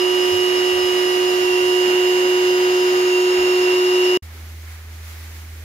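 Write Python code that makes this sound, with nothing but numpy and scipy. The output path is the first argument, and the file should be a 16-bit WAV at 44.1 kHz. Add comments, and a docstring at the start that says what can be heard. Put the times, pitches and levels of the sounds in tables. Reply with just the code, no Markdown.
"""A vacuum cleaner hums, whines, squeals and chatters indoors while its nozzle is drawn over a sofa.
Sines locked to one shaft give the rotor hum and the tones of a worn ball bearing; coloured noise gives
the rush of air, and short decaying tones a few soft bumps. The motor sound stops abruptly; after 50 ms of
silence there is only the low sine hum of a small pump and the faint noise hiss of foam sprayed on cloth."""
import sys
import numpy as np
from scipy import signal
from scipy.fft import rfft, irfft
from scipy.io import wavfile
from scipy.ndimage import map_coordinates

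SR = 44100
rng = np.random.default_rng(int(sys.argv[2]) if len(sys.argv) > 2 else 0)


def file_out(sig):
    """Save sig as 16-bit WAV at sys.argv[1]."""
    # one column per channel
    cols = np.atleast_2d(sig).T
    # limit, then scale
    lim = np.clip(cols, -1, 1)
    pcm = np.round(lim * 32767).astype(np.int16)
    wavfile.write(sys.argv[1], SR, pcm)


N = 248715
TIME = np.arange(N) / SR  # s
FREQS = np.maximum(np.arange(N // 2 + 1) * SR / N, 1)  # Hz, kept above zero for the logarithm
MOTOR_OFF_S, PUMP_ON_S = 4.173, 4.223
SHAFT_HZ = 363.65  # nominal speed, in turns per second


def undb(db):
    """Level and amplitude: decibels to gain."""
    return 10 ** (np.asarray(db) / 20)


def curves(table):
    """Linear interpolation: the columns of a table, joined by straight lines in time."""
    s, *columns = np.transpose(table)
    return np.array([np.interp(TIME, s, column) for column in columns])


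def walk(rate):
    """Band-limited randomness: a smooth curve of spread about 1 through `rate` random knots a second."""
    knots = rng.standard_normal(2048)
    coarse_time = TIME[::64]
    smooth = map_coordinates(knots, [coarse_time * rate + 2], order=3, mode="wrap")
    return np.interp(TIME, coarse_time, smooth)


def flutter(rate):
    """Random modulation: a complex gain of mean power about 1 that wanders in size and phase."""
    return (walk(rate) + 1j * walk(rate)) / np.sqrt(2)


def swell_at(centre_s, length_s):
    """Gaussian envelope: a smooth rise and fall of height 1, length_s wide at half height."""
    return .5 ** ((2 * (TIME - centre_s) / length_s) ** 2)


def tone(phase, gain):
    """Phasor: a sine whose rms and phase offset are given by a complex gain."""
    return np.sqrt(2) * (np.real(gain) * np.cos(phase) - np.imag(gain) * np.sin(phase))


def room_tone(turn, row, rough, rough_rate):
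    """Standing waves: a motor tone swells and fades as the listener moves across them."""
    hz, db, pan_db, loudest_s, swell_db = row
    swell_period_s, ear_lag_s = 5, .0003
    swell = undb(swell_db * np.cos(2 * np.pi * (TIME - loudest_s) / swell_period_s))
    # the mean power stays as given while the motor runs
    swell = swell / np.sqrt(np.mean(swell[TIME < MOTOR_OFF_S] ** 2) * (1 + rough ** 2))
    start = 2 * np.pi * rng.random()
    # reflections scramble the phase between the ears, the more so for short waves
    scramble = min((hz / 3000) ** 2, 1.2)
    ears = []
    for side in (.5, -.5):  # left, right
        arrival = start + 2 * np.pi * hz * side * ear_lag_s + scramble * walk(1.5)
        wave = tone(turn * hz / SHAFT_HZ + arrival, 1 + rough * flutter(rough_rate))
        ears.append(undb(db + side * pan_db) * swell * wave)
    return np.array(ears)


def room_noise(spectrum, alike_hz, lag_ms):
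    """Spatial coherence: in coloured noise long waves reach both ears alike, the right a little later."""
    hz, *ears = np.transpose(spectrum)
    colour = undb([np.interp(np.log(FREQS), np.log(hz), db) for db in ears])
    shared, left, right = rfft(rng.standard_normal((3, N)))
    alike = 1 / (1 + (FREQS / alike_hz) ** 2)  # share of the power common to both ears
    delay = np.exp(-2j * np.pi * FREQS * lag_ms / 1000)
    arrival = np.array([np.ones(len(FREQS)), delay])
    mix = np.sqrt(alike) * shared * arrival + np.sqrt(1 - alike) * np.array([left, right])
    return irfft(mix * colour, N) * np.sqrt(SR / 2)


def treble(x, hz):
    """High-pass filtering without phase shift: the amplitude is halved at hz and falls away below."""
    return irfft(rfft(x) / (1 + (hz / FREQS) ** 4), N)


def vacuum():
    """Common shaft: rotor and bearing tones follow one speed, which creeps up and wavers very slightly."""
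    nominal_at_s, creep_hz_per_s, waver_hz = 2, .09, .1
    hz = SHAFT_HZ + creep_hz_per_s * (TIME - nominal_at_s) + waver_hz * walk(5)
    turn = 2 * np.pi * np.cumsum(hz) / SR  # shaft angle in radians
    return rotor(turn) + bearing(turn) + cage(turn) + airflow() + bumps()


def rotor(turn):
    """Unbalance: a once-a-turn force gives a strong, nearly pure hum with weak harmonics."""
    # Hum, drifting from the right towards the centre. Each row: time in seconds, relative level in dB,
    # left minus right in dB.
    hum_levels = [(0.0, -18.5, -6.5), (1.02, -18.5, -5), (2.0, -16, -2.5), (4.15, -15.5, -1.0)]
    # Shaft harmonics. Each row: multiple of the shaft rate, relative level in dB, left minus right in dB,
    # loudest moment in seconds, swell in dB either way.
    shaft_orders = [(2, -38.5, 0, 1.5, 1.5), (3, -43, -5, 2.6, 2), (4, -44, -4, 2.6, 2),
                    (5, -42, -3, 2.7, 2), (6, -49, -3, 1.7, 2), (7, -49, -4, 1.0, 2), (12, -50, -1, 0.8, 1)]
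    db, pan_db = curves(hum_levels)
    ears_db = db + np.array([pan_db, -pan_db]) / 2
    hum = tone(turn, undb(ears_db + 0.21 * walk(21.82)) * np.exp(.02j * walk(23)))
    harmonics = sum(room_tone(turn, (k * SHAFT_HZ, *rest), rough=0.16, rough_rate=14)
                    for k, *rest in shaft_orders)
    return undb(-0.45) * hum + undb(-0.5) * harmonics


def bearing(turn):
    """Ball-pass frequencies: seven balls roll over flaws in both races; the two loudest whines beat."""
    # Third harmonic of the balls passing the outer race. Each row: time in seconds, relative left level
    # in dB, relative right level in dB.
    outer_whine = [(0.0, -25.5, -24), (1.3, -28, -26.5), (1.5, -38.5, -33), (1.7, -30, -25.5),
                   (2.5, -35.5, -28.5), (2.9, -29, -50), (3.4, -33, -44), (4.17, -29, -25.5)]
    # Second harmonic of the inner race less one shaft turn. Each row: time in seconds, relative left
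    # level in dB, relative right level in dB.
    inner_whine = [(0.0, -42.5, -30.5), (0.7, -38, -32.5), (1.0, -48, -31.5), (1.6, -39.5, -23.5),
                   (3.0, -31, -33), (3.4, -32.5, -30), (4.17, -23.5, -32.5)]
    # Weaker tones. Each row: frequency at nominal speed in Hz, relative level in dB, left minus right
    # in dB, loudest moment in seconds, swell in dB either way.
    bearing_tones = [(146, -59, -3, 2.5, 1), (549, -47.5, 0, 1.5, 1), (791, -49, 3, 1.0, 3),
                     (966, -35.3, -2, 2.0, 0.5), (1168, -44.5, 7, 0.7, 7), (1217, -42, -2, 4.4, 2),
                     (1308, -46, -5, 4.2, 4), (1445, -44, -2, 2.6, 4), (1580, -46, -9, 1.6, 1),
                     (1943, -41, -9, 1.0, 3), (2067, -50, -2, 2.5, 2), (2432, -49, 1, 0.5, 5),
                     (3036, -44, 3, 2.6, 2), (3157, -43.5, 6, 0.6, 4), (3262, -51, -1, 2.0, 2),
                     (3725, -51, -1, 4.1, 3), (3782, -49, 5, 3.7, 3), (3865, -50, 2, 0.8, 4),
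                     (3922, -49, 6, 0.6, 1), (4737, -51, 4, 0.3, 2), (4831, -42.5, -6, 3.6, 2),
                     (4966, -51, 0, 1.0, 1), (5227, -48, -1, 3.1, 2), (5659, -52, -2, 3.4, 3),
                     (5795, -50, -1, 1.0, 3), (6317, -52.5, -1, 5.0, 3), (6401, -50.5, 1, 4.2, 1),
                     (6624, -49.5, 0, 2.5, 1), (6681, -55.5, 1, 2.7, 4), (6761, -48.5, 3, 2.1, 5),
                     (6899, -49, 1, 3.3, 4), (7590, -58.5, -1, 0.4, 1), (9528, -59.5, -9, 3.0, 5),
                     (9660, -55.5, -10, 1.1, 6), (9795, -52, -6, 0.5, 7), (10072, -60.5, -7, 3.9, 6),
                     (10602, -61.5, -9, 2.3, 2), (10761, -62.5, -8, 4.5, 3), (11050, -57.5, -10, 1.8, 1)]
    balls, cage_ratio = 7, .37941  # cage turns per shaft turn
    outer = balls * cage_ratio * turn
    inner = balls * turn - outer
    whines = 0
    for phase, table in ((3 * outer, outer_whine), (2 * inner - turn, inner_whine)):
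        path = np.array([np.exp(.4j * walk(2)) * (1 + .15 * flutter(16)) for _ in range(2)])
        whines = whines + tone(phase, undb(curves(table)) * path)
    weak = sum(room_tone(turn, row, rough=0.14, rough_rate=18) for row in bearing_tones)
    return undb(-0.5) * whines + undb(-1.0) * squeal(turn) + undb(0.5) * weak


def squeal(turn):
    """Sliding friction: skidding balls squeal in short swells, wandering in phase and strength."""
    # Squeals just under the two whines. Each row: loudest moment in seconds, length in seconds, relative
    # left level in dB, relative right level in dB.
    squeals = [(.05, .14, -33, -40), (0.718, 0.092, -25, -42), (1.1, .12, -35, -38), (1.3, 0.099, -30, -41),
               (1.542, 0.16, -25.5, -27), (1.938, 0.14, -39, -29), (2.55, 0.18, -43, -41),
               (3.16, 0.094, -30, -22.5), (3.28, 0.05, -38, -28), (3.47, .2, -43, -24),
               (3.7, 0.12, -39, -22.5), (4.01, 0.13, -40, -24)]
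    squeal_hz = 2755.5  # at nominal speed
    swells = sum(undb([[left], [right]]) * swell_at(s, length) for s, length, left, right in squeals)
    # a faint, restless squeal fills the gaps
    restless = undb(-39) * np.abs([flutter(12) for _ in range(2)])
    skid = np.exp(1.6j * walk(7)) * undb(walk(15))
    path = np.array([np.exp(.5j * walk(4)) for _ in range(2)])
    return tone(turn * squeal_hz / SHAFT_HZ, np.hypot(swells, restless) * skid * path)


def cage(turn):
    """Amplitude modulation: the loose ball cage chatters in short, uneven chirps, about ten a second."""
    # Three close chatter tones, the middle one weak: frequencies at nominal speed in Hz.
    chatter_hz = (5097, 5229, 5364)
    # Lower tone. Each row: time in seconds, relative left level in dB, relative right level in dB.
    chatter_low = [(0.0, -33, -38), (1.9, -36, -42), (2.2, -40, -49.0), (2.9, -37.5, -43), (3.2, -43, -56),
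                   (4.17, -33.5, -55)]
    # Upper tone. Each row: time in seconds, relative left level in dB, relative right level in dB.
    chatter_high = [(0.0, -45.0, -40.5), (2.1, -44.0, -42.5), (2.3, -48.0, -50.0), (3.0, -47.5, -50.0),
                    (3.3, -39.5, -44.0), (4.17, -35.5, -48.5)]
    chirps_per_s, unevenness, depth = 10, 0.353, 0.53
    trim_db, scatter_db = -2.8, 1
    chatter = 0
    for hz, db in zip(chatter_hz, (curves(chatter_low), -54.5, curves(chatter_high))):
        beat = 2 * np.pi * np.cumsum(chirps_per_s * (1 + unevenness * walk(8))) / SR
        chirps = (1 + depth * np.cos(beat)) * undb(trim_db + scatter_db * walk(10))
        slip = np.exp(1.3j * walk(18))
        path = np.array([np.exp(.5j * walk(4)) + .35 * flutter(22) for _ in range(2)])
        chatter = chatter + tone(turn * hz / SHAFT_HZ, undb(db) * chirps * slip * path)
    return chatter


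def airflow():
    """Turbulence: air rushes as broad noise; its hiss fades as the nozzle moves away along the sofa."""
    # Rush through motor and hose. Each row: frequency in Hz, relative left level in dB per Hz, relative
    # right level in dB per Hz.
    air = [(25, -86, -86), (65, -73, -72), (175, -76, -76.5), (310, -60.5, -61), (880, -62.5, -61.5),
           (1400, -65.5, -64), (1850, -64.5, -60), (2900, -65.5, -63.5), (4300, -69.8, -71.6),
           (7700, -75.5, -74.5), (8150, -89, -89), (9400, -83, -79), (11500, -81.5, -76.5),
           (15000, -83.5, -81)]
    peak_s, peak_db, rise_db_per_s, fade_db_per_s = 0.24, 0.9, 8, .45
    rush = room_noise(air, alike_hz=1170, lag_ms=0.32)
    hiss = treble(rush, 3500)
    since = TIME - peak_s
    suction_db = peak_db + np.minimum(rise_db_per_s * since, -fade_db_per_s * since)
    body = undb(-0.3 + 1.0 * walk(9)) * (rush - hiss)
    return body + undb(suction_db + 0.41 * walk(19)) * hiss


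def bumps(rise_s=0.01, decay_s=0.056):
    """Damped impact: a padded blow sets floor or cushion in a short, dull swing."""
    # Soft bumps of feet and nozzle. Each row: start in seconds, relative level in dB, pitch in Hz.
    blows = [(.312, -41, 94), (.725, -45, 79.6), (1.615, -49, 110), (3.375, -49, 71)]
    thuds = 0
    for s, db, hz in blows:
        age = np.maximum(TIME - s, 0)
        shape = (1 - np.exp(-age / rise_s)) * np.exp(-age / decay_s)
        gain = undb(db) * shape / shape.max() * (0.79 + 0.91 * flutter(70))
        thuds = thuds + tone(2 * np.pi * hz * age, gain)
    return thuds


def sprayer():
    """Periodic and turbulent sources: a pump holds one low note while foam hisses from the lance."""
    # Foam hiss and room. Each row: frequency in Hz, relative left level in dB per Hz, relative right
    # level in dB per Hz.
    spray = [(25, -80, -79), (55, -72, -71.5), (130, -79.5, -78.5), (250, -80.5, -79.5), (350, -78.5, -77),
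             (480, -84.5, -83.5), (950, -85, -84.5), (1500, -82.5, -80.5), (2200, -80.5, -77.5),
             (2650, -84.3, -84), (7000, -87, -87), (8200, -93.4, -91.8), (11000, -90.3, -86.8),
             (15000, -90.3, -88.3)]
    # Low murmur of the room under the pump. Each row: time in seconds, relative level in dB.
    room_low = [(4.44, 0), (4.6, -3), (5.4, 0.5)]
    pump_hz, pump_db, sag_db = 80, -35, 2
    # the pump level sags briefly twice, half a second apart
    sags = sum(swell_at(s, .1) for s in (4.3, 4.8))
    ears_db = pump_db - sag_db * sags + np.array([[-.6], [.6]])
    hum = tone(2 * np.pi * pump_hz * TIME, undb(ears_db + 0.33 * walk(23)))
    air = room_noise(spray, alike_hz=990, lag_ms=0.085)
    upper, jet = treble(air, 630), treble(air, 2600)
    murmur = undb(curves(room_low) + .8 * walk(9)) * (air - upper)
    middle = undb(0.5 + 1.6 * walk(10) + .5 * walk(4.16)) * (upper - jet)
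    # the foam jet swells gently to a crest and eases off again
    jet_db = -0.5 + 2.4 * swell_at(5.23, 0.3) + 1.3 * walk(18)
    return hum + murmur + middle + undb(jet_db) * jet


def scene():
    """Superposition in time: the vacuum cleaner, a short silence, then the sprayer."""
    after = np.maximum(TIME - MOTOR_OFF_S, 0)
    running = .95 * np.exp(-after / .0005) + .05 * np.exp(-after / .006)  # abrupt stop, faint short tail
    spraying = np.clip((TIME - PUMP_ON_S) / .003, 0, 1)
    return vacuum() * running + sprayer() * spraying


def record(dry):
    """Band limiting: a steep elliptic low-pass removes nearly everything above 15.6 kHz."""
    return signal.sosfilt(signal.ellip(12, .1, 85, 15600, fs=SR, output="sos"), dry)


dry = scene()
out = record(dry)
file_out(out)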